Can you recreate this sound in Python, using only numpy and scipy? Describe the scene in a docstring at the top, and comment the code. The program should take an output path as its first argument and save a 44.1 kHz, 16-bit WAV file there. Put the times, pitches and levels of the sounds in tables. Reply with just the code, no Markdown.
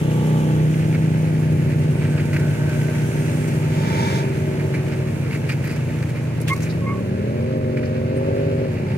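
"""Uneven twin-cylinder exhausts drone and beat as a column of off-road buggies crawls along a street.
Each firing rings a silencer; one buggy revs up and its muffled note opens into a snarl.
Intakes throb, drive belts whistle, valve gear clatters, tyres hiss and crunch on grit,
and a dry suspension bush squeaks twice. Behind it all rumbles the waiting queue, in the open air."""
import sys
import numpy as np
from scipy import signal
from scipy.fft import rfft, irfft, next_fast_len
from scipy.io import wavfile
from scipy.ndimage import uniform_filter1d

SR = 44100
rng = np.random.default_rng(int(sys.argv[2]) if len(sys.argv) > 2 else 0)


def dump(signal):
    """Clip the signal to [-1, 1] and save it as 16-bit WAV at the path in sys.argv[1]."""
    limited = np.clip(np.atleast_2d(signal).T, -1, 1)
    pcm = np.round(limited * 32767).astype(np.int16)
    wavfile.write(sys.argv[1], SR, pcm)


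N = 395577
TIME = np.arange(N) / SR


def undb(db):
    """Decibels to gain."""
    return 10 ** (np.asarray(db) / 20)


def unit(x):
    """Scale to rms 1."""
    return x / np.sqrt(np.mean(x ** 2))


def curve(table):
    """A (time_s, value) automation lane, sample by sample."""
    return np.interp(TIME, *np.transpose(table))


def around(s, reach_s):
    """The samples near a moment."""
    return slice(max(int((s - reach_s) * SR), 0), int((s + reach_s) * SR))


def swell(s, half_s, steepness=2):
    """Rises to 1 at a moment and falls away again."""
    return np.exp(-np.minimum(np.abs((TIME - s) / half_s), 5) ** steepness)


def throttle(opens_s, attack_s, hold_s, release_s):
    """The pedal is pressed, held and let go."""
    return np.interp(TIME, opens_s + np.cumsum([0, attack_s, hold_s, release_s]), (0, 1, 1, 0))


def wander(rate_hz):
    """Smooth random modulation with a spread near 1."""
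    steps = rng.standard_normal(2048)
    place = TIME * rate_hz
    k = place.astype(int)
    blend = .5 - .5 * np.cos(np.pi * (place - k))
    return steps[k % 2048] * (1 - blend) + steps[(k + 1) % 2048] * blend


def colour(x, points, size=4096):
    """Minimum-phase EQ through (freq_hz, gain_db) points, rolling off above the last."""
    hz, db = np.transpose(points)
    log_hz = np.log(np.maximum(hz, 1))
    grid = np.log(np.maximum(np.arange(size // 2 + 1) * SR / size, 1))
    beyond = np.maximum(grid - log_hz[-1], 0)
    cepstrum = irfft(np.log(undb(np.interp(grid, log_hz, db))) - 2 * beyond)
    cepstrum[1:size // 2] *= 2
    cepstrum[size // 2 + 1:] = 0
    response = irfft(np.exp(rfft(cepstrum)))
    return signal.oaconvolve(np.atleast_2d(x), response[None], axes=1)[:, :N]


def rings(modes, drive):
    """Noise or pulses ring a bank of (freq_hz, width_hz, level_db) resonances."""
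    n = drive.shape[1]
    spectrum, out = rfft(drive, 2 * next_fast_len(n // 2 + 1)), 0
    grid = np.linspace(1, SR / 2, spectrum.shape[1])
    for hz, width, db in modes:
        detune = (grid / hz - hz / grid) * hz / width
        ringing = spectrum / (1 + .5j * detune) ** 2
        out += ringing * undb(db) / np.sqrt(np.mean(np.abs(ringing) ** 2) / n)
    return irfft(out)[:, :n]


def pan(x, lead_ms):
    """Pan by delay: a source on the left reaches the left side first."""
    return np.array([x, np.interp(TIME - lead_ms / 1000, TIME, x)])


# Direction of the nearest buggy: time_s, left_lead_ms
BEARING_PATH = [(0, 0.24), (.6, 0.33), (1.8, 0.45), (2.1, -.1), (2.8, -0.11), (3.2, 0.4), (4.4, 0.48),
                (5, -.11), (5.8, -0.0477), (6.5, 0.079), (7.1, 0.48), (8.97, 0.41)]


def air(focus, lead_ms=None):
    """Diffuse noise with a share, focus, from one direction: by default the nearest buggy's."""
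    direct = pan(rng.standard_normal(N), curve(BEARING_PATH) if lead_ms is None else lead_ms)
    return np.sqrt(focus) * direct + np.sqrt(1 - focus) * rng.standard_normal((2, N))


def firings(cycle_hz, second_at, second_db, scatter_db):
    """A twin's second cylinder fires second_at of a cycle late; scatter shakes force and timing."""
    cycles = np.cumsum(cycle_hz) / SR + rng.random()
    pulses = np.zeros(N + 1)
    for offset, db in ((0, 0), (second_at, second_db)):
        force, timing = rng.standard_normal((1024, 2)).T
        due = np.arange(len(force)) + offset + .0008 * scatter_db * timing
        heard = (due > cycles[0]) & (due < cycles[-1])
        at = np.interp(due[heard], cycles, np.arange(N))
        k, strength = at.astype(int), undb(db + scatter_db * force[heard])
        np.add.at(pulses, k, strength * (1 - at + k))
        np.add.at(pulses, k + 1, strength * (at - k))
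    return pulses[:N]


# Low bed of waiting engines: freq_hz, gain_db
QUEUE_EQ = [(20, -18), (40, -17.5), (62, -15.5), (88, -3.5), (120, 0.5), (150, 0), (190, -8.5), (280, -15),
            (380, -15.5), (600, -24), (1200, -53.5)]


def queue(level_db=-27, fade_db_per_s=0.14):
    """Four waiting engines drift in speed and merge into one lumpy rumble that thins as they leave."""
    pulses = 0
    for hz, lead_ms in ((24, -0.13), (31, -0.17), (32.5, 0.2), (44, 0.12)):
        pulses += pan(firings(hz * (1 + .025 * wander(1.2)), 0.399, -0.32, scatter_db=0.8), lead_ms)
    return unit(colour(pulses, QUEUE_EQ)) * undb(level_db - fade_db_per_s * TIME)


# Pass-bys in the near lane: nearest_s, engine_db, tyre_db
PASS_BYS = [(.2, -42.5, -45.5), (3.2, -37.5, -44.5), (5.6, -43.5, -50), (9.2, -41.5, -55)]


def passing(part, lag_s=0, falloff=1, speed_m_s=5.27, lane_m=6.14):
    """Summed gain of the passing buggies, each weakening with distance."""
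    power = 0
    for s, engine_db, tyre_db in PASS_BYS:
        metres = np.hypot(lane_m, speed_m_s * (TIME - s - lag_s))
        db = {"engine": engine_db, "tyres": tyre_db}[part]
        power += (undb(db) * (lane_m / metres) ** falloff) ** 2
    return np.sqrt(power)


# Tread hiss: freq_hz, gain_db
TYRE_EQ = [(1500, -6.5), (3200, 3), (4400, -9.5), (5400, -1.5), (6400, 2.5), (7600, 0.5), (8700, 0.5),
           (10000, -0.5), (11500, -3.5), (13500, -5.5), (15500, -11)]


def tyres(trim_db=0.5, grit_db=1.2):
    """Tyres roll over fine grit with a grainy, flickering hiss."""
    grit = unit(undb(grit_db * rng.exponential(size=N // 32 + 1))).repeat(32)[:N]
    hiss = unit(colour(air(0.14) * grit, TYRE_EQ))
    return hiss * passing("tyres", falloff=1.58) * undb(trim_db + 0.85 * wander(25))


# Panel drone, intake breath and mechanical clatter: freq_hz, gain_db
PANEL_EQ = [(40, -23), (120, -15.5), (250, -5.5), (400, 2.5), (600, -0.5), (720, -12.5), (1100, -11),
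            (2500, -50)]
INTAKE_EQ = [(400, -20.5), (700, 0.5), (900, 6.5), (1050, -11.5), (1300, -3), (2000, -37), (4000, -42)]
CLATTER_EQ = [(600, -22), (1200, -4.5), (1550, 3.5), (1850, 2), (2300, 3.5), (2750, -0.5), (3300, -10.5),
              (4500, -10.5), (8000, -26)]


def machinery(queue_panel_db=-40, queue_clatter_db=-47.5, flicker_db=1.0):
    """Panels drone, intakes gulp, valves and belts clatter, swelling above the queue at each pass."""
    bay = passing("engine")
    tail = passing("engine", lag_s=0.79)  # the open tail turns to us after the pass
    crank_turns = 2 * np.cumsum(curve(LEADER_REVS)) / SR
    beat = unit(1.8 + np.exp(-(crank_turns % 1) / 0.29))  # one accent a turn
    panels = unit(colour(air(0.42) * beat, PANEL_EQ)) * np.hypot(undb(queue_panel_db), tail * undb(-1))
    intake = unit(colour(air(0.042) * beat, INTAKE_EQ)) * tail * undb(-8)
    two_bays = air(0.42, lead_ms=-0.1) + 0.8 * air(0.48)  # the next in line and the nearest
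    clatter = unit(colour(two_bays * beat, CLATTER_EQ)) * undb(flicker_db * wander(25))
    return panels + intake + clatter * np.hypot(undb(queue_clatter_db), bay * undb(-1))


# Thin belt tones: peak_s, half_length_s, pitch_hz, glide_hz_per_s, width_hz, level_db
BELT_TONES = [(1.5, 0.28, 10100, 0, 900, -60), (1.67, .14, 13650, 0, 200, -65),
              (2.08, .22, 8400, -500, 350, -55), (2.519, .14, 13710, 293, 200, -65),
              (3.122, .25, 6070, 298, 648, -54), (3.3, 0.27, 8770, -1500, 1309, -49.5)]


def belt_whistles():
    """Drive belts whistle in narrow, breathy tones, some sliding a little."""
    out = np.zeros((2, N))
    for s, half_s, hz, glide, width, db in BELT_TONES:
        span = around(s, 3 * half_s)
        age = TIME[span] - s
        carrier = np.exp(2j * np.pi * (hz * age + glide * age ** 2 / 2))
        for side, steps in zip(out, rng.standard_normal((2, 2, 4096))):
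            flutter = np.interp((age - age[0]) * width, np.arange(4096), steps[0] + 1j * steps[1])
            side[span] += unit((flutter * carrier).real) * undb(db) * np.exp(-(age / half_s) ** 2)
    return out


# Single stones: peak_s, half_length_s, pitch_hz, width_hz, level_db
STONE_HITS = [(.945, .015, 1870, 1394, -55), (2.18, .0063, 1500, 600, -36), (5.51, .022, 4750, 500, -42),
              (5.71, .06, 4800, 400, -50), (5.652, .012, 13300, 1800, -47),
              (5.677, 0.0054, 10290, 1000, -45), (6.416, .006, 9900, 1816, -37),
              (6.492, 0.018, 2880, 790, -32), (6.635, 0.016, 6100, 1000, -41),
              (6.707, 0.015, 4360, 810, -40.5), (7.443, .008, 8650, 300, -59),
              (7.58, .006, 12950, 2500, -58), (7.858, 0.0083, 5020, 800, -47),
              (8.175, 0.011, 8770, 253, -47.5), (8.945, .007, 8830, 299, -54)]


def stones():
    """Stones ping against metal or scrape under the tread, each with one resonance."""
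    out, scrape = np.zeros((2, N)), air(0.38)
    for s, half_s, hz, width, db in STONE_HITS:
        span = around(s, 4 * half_s)
        envelope = np.exp(-((TIME[span] - s) / half_s) ** 2)
        out[:, span] += rings([(hz, width, db)], scrape[:, span]) * envelope
    return out


# Stones crushed under a wheel: peak_s, level_db, spray_offset_db, decay_s
CRUNCH_HITS = [(.59, -39, -20, .02), (0.74, -37, -18, 0.016), (0.928, -33, -23, 0.015),
               (.948, -31.5, -23, .018), (1.585, -39, -22, .03), (1.70, -36, -14, .035),
               (2.015, -34, -34, 0.025), (2.048, -32.5, -30, .022), (2.143, -39, -27, .02),
               (2.181, -29, -28, .012), (2.198, -31, -28, .015), (2.256, -45, 4, .008),
               (2.331, -29, -11, 0.0049), (2.338, -30, -12, .02), (2.366, -25.5, -16, 0.012),
               (2.396, -34, -7, .012), (2.694, -44, 6, 0.0093), (2.814, -25, -20, 0.0062),
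               (2.83, -43, -6, 0.0071), (2.885, -31, -20, 0.004), (2.955, -34, -22, .007),
               (3.48, -41, 1, .02), (4.598, -35, -15, .025), (4.74, -31.5, -12, 0.029),
               (4.922, -35, -14, .025), (5.075, -37, -16, 0.03), (5.31, -27, -20, 0.0051),
               (5.323, -32.5, -13, 0.032), (5.35, -31, -15, 0.022), (5.493, -23, -15, .02),
               (5.522, -27, -14, 0.016), (5.641, -28.5, -14, 0.0058), (5.652, -34, -11, 0.021),
               (5.675, -33, -8, 0.0084), (5.695, -30.5, -15, 0.013), (5.713, -34.5, -7.5, 0.028),
               (5.763, -39, -4, .015), (5.89, -39, -16, .03), (6.027, -33, -10, .014),
               (6.092, -37, -5, 0.016), (6.159, -36, -17.5, 0.032), (6.402, -52, 11, 0.0046),
               (6.414, -59, 18.5, 0.019), (6.481, -29.5, -2, 0.018), (6.496, -43.5, 0.5, 0.1),
               (6.532, -39, 1, 0.011), (6.562, -48, 7, 0.0053), (6.576, -44, 2, 0.008),
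               (6.605, -38, -3, 0.0085), (6.623, -45, 7, 0.015), (6.642, -39, -6.5, 0.12),
               (6.663, -40, -18, 0.014), (7.771, -33.5, -17, 0.026), (7.831, -35, -20, .012),
               (8.16, -39, -18, 0.045), (8.64, -39, -24, 0.028), (8.762, -38.5, -30, 0.047),
               (8.904, -40, -22, 0.076)]
# Panel rattle and grit spray: freq_hz, gain_db
RATTLE_EQ = [(500, -24), (1100, -3), (1550, 5.5), (2380, 10.5), (2800, 0.5), (3500, -12.5), (4600, -7),
             (7000, -29)]
SPRAY_EQ = [(2000, -17), (4000, 8), (6500, 10), (10000, 6.5), (12500, 3), (15000, 0)]


def crunches(rattle_db=-2, spray_db=-3, attack_share=0.15):
    """Each crunch builds fast into small cracks that rattle the panels and spray bright grit."""
    rattle_gain, spray_gain = np.zeros((2, N))
    for s, db, spray_offset_db, decay_s in CRUNCH_HITS:
        span = around(s, 4 * decay_s)
        age = (TIME[span] - s) / decay_s
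        envelope = undb(db) * np.exp(np.minimum(age, 0) / attack_share - np.maximum(age, 0) ** 2)
        rattle_gain[span] += envelope
        spray_gain[span] += envelope * undb(spray_offset_db)
    cracks = unit(undb(3 * wander(450)))
    sand = unit(undb(2.9 * wander(900)))
    rattle = unit(colour(air(0.84, lead_ms=-0.076) * cracks, RATTLE_EQ))
    spray = unit(colour(air(0.17, lead_ms=0) * sand, SPRAY_EQ))
    return rattle * rattle_gain * undb(rattle_db) + spray * spray_gain * undb(spray_db)


# Two bursts of suspension chirps: start_s, length_s, start_hz, end_hz, level_db, overtone_db
BUSH_CHIRPS = [(6.495, .049, 1072, 1130, -24.5, 1), (6.535, .052, 1120, 1110, -43, -8),
               (6.812, .052, 1090, 1090, -42, -12), (6.86, .066, 1092, 1140, -31, -4),
               (6.916, .04, 1120, 1105, -34, -17), (6.946, .06, 1105, 1098, -42, -20)]


def squeaks(overtone_ratio=1.94, flutter_db=2.0, grip_s=.008, slip_s=0.0097, bend=1.5):
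    """A dry bush sticks and slips as a wheel drops; two of its modes sing roughly and bend."""
    out = np.zeros(N)
    wobble, flutter = 1 + .013 * wander(700), undb(flutter_db * wander(450))
    for s, length, start_hz, end_hz, db, overtone_db in BUSH_CHIRPS:
        on = (TIME > s) & (TIME < s + length)
        age = TIME[on] - s
        hz = start_hz + (end_hz - start_hz) * (age / length) ** bend
        phase = 2 * np.pi * np.cumsum(hz * wobble[on]) / SR
        tone = np.sin(phase) + undb(overtone_db) * np.sin(overtone_ratio * phase)
        envelope = np.minimum(np.minimum(age / grip_s, (length - age) / slip_s), 1)
        out[on] += undb(db) * np.sqrt(2) * envelope * flutter[on] * tone
    return pan(out, lead_ms=0.082)


# Resonances blown by rushing air: freq_hz, width_hz, level_db
INTAKE_MODES = [(1500, 300, -47.5), (2980, 480, -46.5)]
TAILPIPE_MODES = [(540, 35, -39)]
HOUSING_MODES = [(618, 36, -41), (918, 14, -48), (1538, 54, -41.5), (2400, 70.4, -61)]
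THROTTLE_MODES = [(3600, 450, -45), (4670, 2300, -38), (8500, 5200, -67)]


def air_rush():
    """An intake, a tailpipe and a belt housing sing as they face us; a throttle hisses, then shuts."""
    rush = air(0.5)
    out = rings(INTAKE_MODES, rush) * swell(.15, half_s=0.92)
    out += rings(TAILPIPE_MODES, rush) * swell(8.3, half_s=.14)
    out += rings(HOUSING_MODES, rush) * swell(2.65, half_s=0.62)
    pedal = throttle(opens_s=3.62, attack_s=0.42, hold_s=.15, release_s=0.064)
    return out + rings(THROTTLE_MODES, rush) * pedal


# Airbox resonances, throbbing and gulping: freq_hz, width_hz, level_db
THROB_MODES = [(862, 49, -39), (1166, 33, -44.5)]
GULP_MODES = [(903, 28, -30.5), (1380, 370, -43), (1720, 440, -35.5), (2050, 79, -44), (2300, 55, -37.5)]


def airboxes():
    """Intake pulses ring the airboxes; one gulps air on a blip of the throttle."""
    lead_ms = curve(BEARING_PATH)
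    throbs = pan(firings(curve(LEADER_REVS), 0.43, second_db=-0.5, scatter_db=2.5), lead_ms)
    late_throbs = pan(firings(curve(NEWCOMER_REVS), .4, second_db=-1, scatter_db=1), lead_ms)
    gulps = pan(firings(curve(BLIP_REVS), .375, second_db=1, scatter_db=0.5), lead_ms)
    breathy_gulps = unit(gulps) + undb(3.5) * air(0.5)
    throb_gain = swell(0.34, half_s=0.3, steepness=2.9) + undb(-5) * swell(8.25, half_s=0.15)
    out = rings(THROB_MODES, throbs) * throb_gain
    out += rings(THROB_MODES[:1], late_throbs) * undb(-3) * swell(8.92, half_s=0.12)
    return out + rings(GULP_MODES, breathy_gulps) * swell(4.03, half_s=0.23, steepness=2.5)


# Three-cylinder engine speed: time_s, cycle_hz
TRIPLE_REVS = [(7.2, 23.3), (7.6, 23.35), (7.9, 22.93), (8.3, 24.03), (8.7, 24.12), (8.97, 24.86)]
# Its silencer: freq_hz, gain_db
TRIPLE_EQ = [(70, -13), (140, -4), (215, 0.5), (285, 0), (350, -3), (430, -2), (560, -5.5), (750, -23),
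             (1500, -44)]


def triple_exhaust(level_db=-36, scatter_db=5.5):
    """A three-cylinder buggy swells in near the end, firing evenly in time but unevenly in force."""
    fired = np.floor(np.cumsum(3 * curve(TRIPLE_REVS)) / SR)
    pulses = np.diff(fired, prepend=0) * undb(scatter_db * wander(140))
    note = unit(colour(pulses, TRIPLE_EQ)[0])
    return pan(note * undb(level_db) * swell(8.0, half_s=0.94, steepness=4), lead_ms=0.26)


# A silencer at open throttle, and heard straight down the pipe: freq_hz, gain_db
SNARL_EQ = [(45, -17.5), (95, 0), (140, 1.5), (185, 8.5), (235, 5.5), (285, -2), (335, -2.5), (380, 3),
            (430, 1), (475, -4.5), (530, 4.5), (620, -3.5), (720, -29), (1000, -25.5), (2000, -50)]
END_ON_EQ = [(50, -49), (93, -25), (125, 4.5), (155, 10), (186, 0.5), (215, 3.5), (247, -7.5), (277, -12),
             (308, -1.5), (340, -10), (400, -11.5), (432, -10), (463, -3), (495, -10), (527, -11.5),
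             (556, -11), (590, -26), (650, -18), (720, -31), (880, -28), (1300, -61)]


def twin(revs, pipe, boom_db, bark_db, second_at, second_db, scatter_db, lead_ms, boom_db_per_hz=0,
         bark_db_per_hz=0, recede_db_per_s=0, split_hz=275, opens_hz=None, end_on=None, fade_s=0.074):
    """Firings ring a silencer; its low boom and upper bark each ride their own fader."""
    hz = uniform_filter1d(curve(revs), size=4000)  # the flywheel evens out every change
    (start_s, start_hz), end_s = revs[0], revs[-1][0]
    pulses = firings(hz, second_at, second_db, scatter_db)
    note = colour(pulses, pipe)[0]
    if opens_hz:  # the note opens into a snarl across this range of revs
        opening = np.interp(hz, opens_hz, (0, 1))
        note = (1 - opening) * note + opening * colour(pulses, SNARL_EQ)[0]
    if end_on is not None:
        note = (1 - end_on) * note + end_on * colour(pulses, END_ON_EQ)[0]
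    boom = signal.sosfiltfilt(signal.butter(4, split_hz, fs=SR, output="sos"), note)
    boom_fader = boom_db + boom_db_per_hz * (hz - start_hz) - recede_db_per_s * (TIME - start_s)
    bark_fader = bark_db + bark_db_per_hz * (hz - start_hz)
    out = 0
    for band, db in ((boom, boom_fader), (note - boom, bark_fader)):
        running_rms = np.sqrt(uniform_filter1d(band ** 2, size=9000) + 1e-18)
        out += band / running_rms * undb(db)
    outside_s = np.maximum(start_s - TIME, TIME - end_s)
    return pan(out * np.clip(1 - outside_s / fade_s, 0, 1), lead_ms)


# Four-stroke engine speeds: time_s, cycle_hz
CRUISER_REVS = [(1.5, 47.2), (1.85, 48.07), (2.3, 46.6), (2.47, 48.4), (2.7, 47.1), (3.4, 49.88),
                (3.7, 47.83), (4.22, 48.76), (4.38, 47.62), (4.75, 47.08), (5.08, 46.85)]
STRAGGLER_REVS = [(6.75, 46.3), (7.2, 47.48), (7.6, 47.06), (8.2, 47.33), (8.6, 47.64), (8.76, 45.12),
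                  (8.97, 47.27)]
# A silencer from afar: freq_hz, gain_db
DISTANT_EQ = [(45, -33), (95, 6.5), (145, 5), (240, -4.5), (330, -14), (385, 4.5), (470, -19.5), (620, -9),
              (800, -37), (1600, -50.5)]


def distant_twins():
    """Two twins hold high revs further off, barking louder while their pipes point at us."""
    cruiser = twin(CRUISER_REVS, DISTANT_EQ, boom_db=-26, bark_db=-37 + 6.5 * swell(4.47, half_s=0.8),
                   second_at=0.381, second_db=-3.5, scatter_db=2.5, lead_ms=0.36, recede_db_per_s=5)
    straggler = twin(STRAGGLER_REVS, DISTANT_EQ, boom_db=-37, bark_db=-39 + 5 * swell(8.95, half_s=0.21),
                     second_at=.378, second_db=-2.5, scatter_db=2, lead_ms=.3)
    return cruiser + straggler


# Engine speeds under a pressed pedal: time_s, cycle_hz
BLIP_REVS = [(3.78, 33.1), (3.95, 38.41), (4.1, 38.97), (4.22, 39.74)]
SNARL_REVS = [(6.38, 30.64), (6.69, 32.39), (6.87, 35.21), (7.17, 38.62), (7.4, 46.77), (7.52, 47.67),
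              (7.79, 46.75), (7.9, 47.04), (8.08, 47.35), (8.41, 50.57), (8.52, 49.34), (8.65, 49.17),
              (8.79, 42.57), (8.97, 38.6)]
NEWCOMER_REVS = [(8.4, 25.88), (8.65, 27.04), (8.97, 29.52)]


def revving_twins(coasting_db=-6.5):
    """One twin blips, one opens up and softens as the pedal lifts, and a last one pulls in."""
    blip = twin(BLIP_REVS, SNARL_EQ, boom_db=-28.5, bark_db=-36,
                second_at=0.366, second_db=-2, scatter_db=4, lead_ms=0.36)
    lift_db = coasting_db * (1 - throttle(opens_s=6, attack_s=0.26, hold_s=2.396, release_s=0.065))
    snarl = twin(SNARL_REVS, MUFFLED_EQ, boom_db=-25.5 + lift_db / 2,
                 bark_db=-37 + 2.5 * swell(8.35, half_s=0.25) + lift_db,
                 second_at=0.3778, second_db=0, scatter_db=1.6, lead_ms=0.47,
                 bark_db_per_hz=0.6083, recede_db_per_s=2, opens_hz=(32, 43))
    newcomer = twin(NEWCOMER_REVS, MUFFLED_EQ, boom_db=-33.5, bark_db=-42, boom_db_per_hz=2.5,
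                    second_at=0.45, second_db=-6, scatter_db=0.5, lead_ms=-0.14)
    return blip + snarl + newcomer


# Engine speeds of the front pair: time_s, cycle_hz
LEADER_REVS = [(0, 30.47), (.14, 30.5), (.34, 31.09), (.6, 30.95), (.93, 31.68), (1.25, 31.54),
               (1.5, 31.04), (2, 30.29), (2.5, 29.84), (2.8, 29.74), (3.15, 30.23), (3.47, 31.05),
               (3.75, 30.39), (4, 30.06), (4.38, 29.36), (4.6, 29.59), (5.08, 28.45), (5.42, 29.66),
               (5.7, 29.45), (5.9, 30.4), (6.3, 29.84)]
FOLLOWER_REVS = [(0, 29.92), (.35, 30.99), (.68, 30.44), (.9, 27.17), (1.35, 26.04), (2.12, 26.36),
                 (2.9, 29.39), (3.7, 26.47), (4.12, 25.62), (4.6, 26.2), (5.54, 25.71), (6.5, 23.34),
                 (8.1, 23.45), (8.97, 21.43)]
# Their silencers: freq_hz, gain_db
MUFFLED_EQ = [(50, -46.5), (93, -20.5), (125, 3), (155, 8.5), (190, -6), (215, -4.5), (245, -6.5),
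              (275, -14.5), (310, -7), (345, -12), (390, -18.5), (480, -17), (560, -23), (650, -21),
              (720, -33), (880, -24), (1300, -68.5), (2500, -47)]
DEEP_EQ = [(50, -42.5), (80, -21.5), (108, 2), (135, -1.5), (165, -13.5), (230, -17.5), (320, -23.5),
           (450, -30.5), (620, -37), (900, -47.5), (2000, -63)]


def leading_twins():
    """Two close twins beat against each other and recede; their bark follows where the pipes point."""
    facing_db = swell(0.27, half_s=0.31) - 6.5 * swell(6.62, half_s=1.0)
    leader = twin(LEADER_REVS, MUFFLED_EQ, boom_db=-18.5, bark_db=-28.5 + facing_db,
                  second_at=0.3745, second_db=1, scatter_db=0.4, lead_ms=0.33, bark_db_per_hz=1.5,
                  recede_db_per_s=1.75, split_hz=191.6, end_on=swell(0.26, half_s=0.46, steepness=2.8))
    follower = twin(FOLLOWER_REVS, DEEP_EQ, boom_db=-24.5, bark_db=-38 + 8.5 * swell(0.32, half_s=0.44),
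                    second_at=.425, second_db=-1.5, scatter_db=.5, lead_ms=0.48, recede_db_per_s=0.46)
    return leader + follower


def scene():
    """Exhausts up front, over the engine bays, the road noise and the queue."""
    exhausts = leading_twins() + distant_twins() + revving_twins() + triple_exhaust()
    engine_bays = machinery() + belt_whistles() + air_rush() + airboxes()
    road = tyres() + stones() + crunches() + squeaks()
    return exhausts + engine_bays + road + queue()


# Tonal tilt between the stereo sides: freq_hz, left_minus_right_db
SIDE_EQ = [(60, 0), (380, 0), (700, 0.5), (1290, -3.5), (2380, -2), (4400, 1), (7000, 3.5), (9500, -5.5),
           (12000, -4), (15000, 1)]


def record(dry, low_cut_hz=12, high_cut_hz=15700):
    """The microphone colours each side differently and cuts the deepest bass and the very top."""
    sides = np.array([colour(x, [(hz, sign * db / 2) for hz, db in SIDE_EQ])[0]
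                      for x, sign in zip(dry, (1, -1))])
    sides = signal.sosfilt(signal.butter(1, low_cut_hz, "high", fs=SR, output="sos"), sides)
    return signal.sosfilt(signal.ellip(10, .2, 80, high_cut_hz, fs=SR, output="sos"), sides)


dry = scene()
out = record(dry)
dump(out)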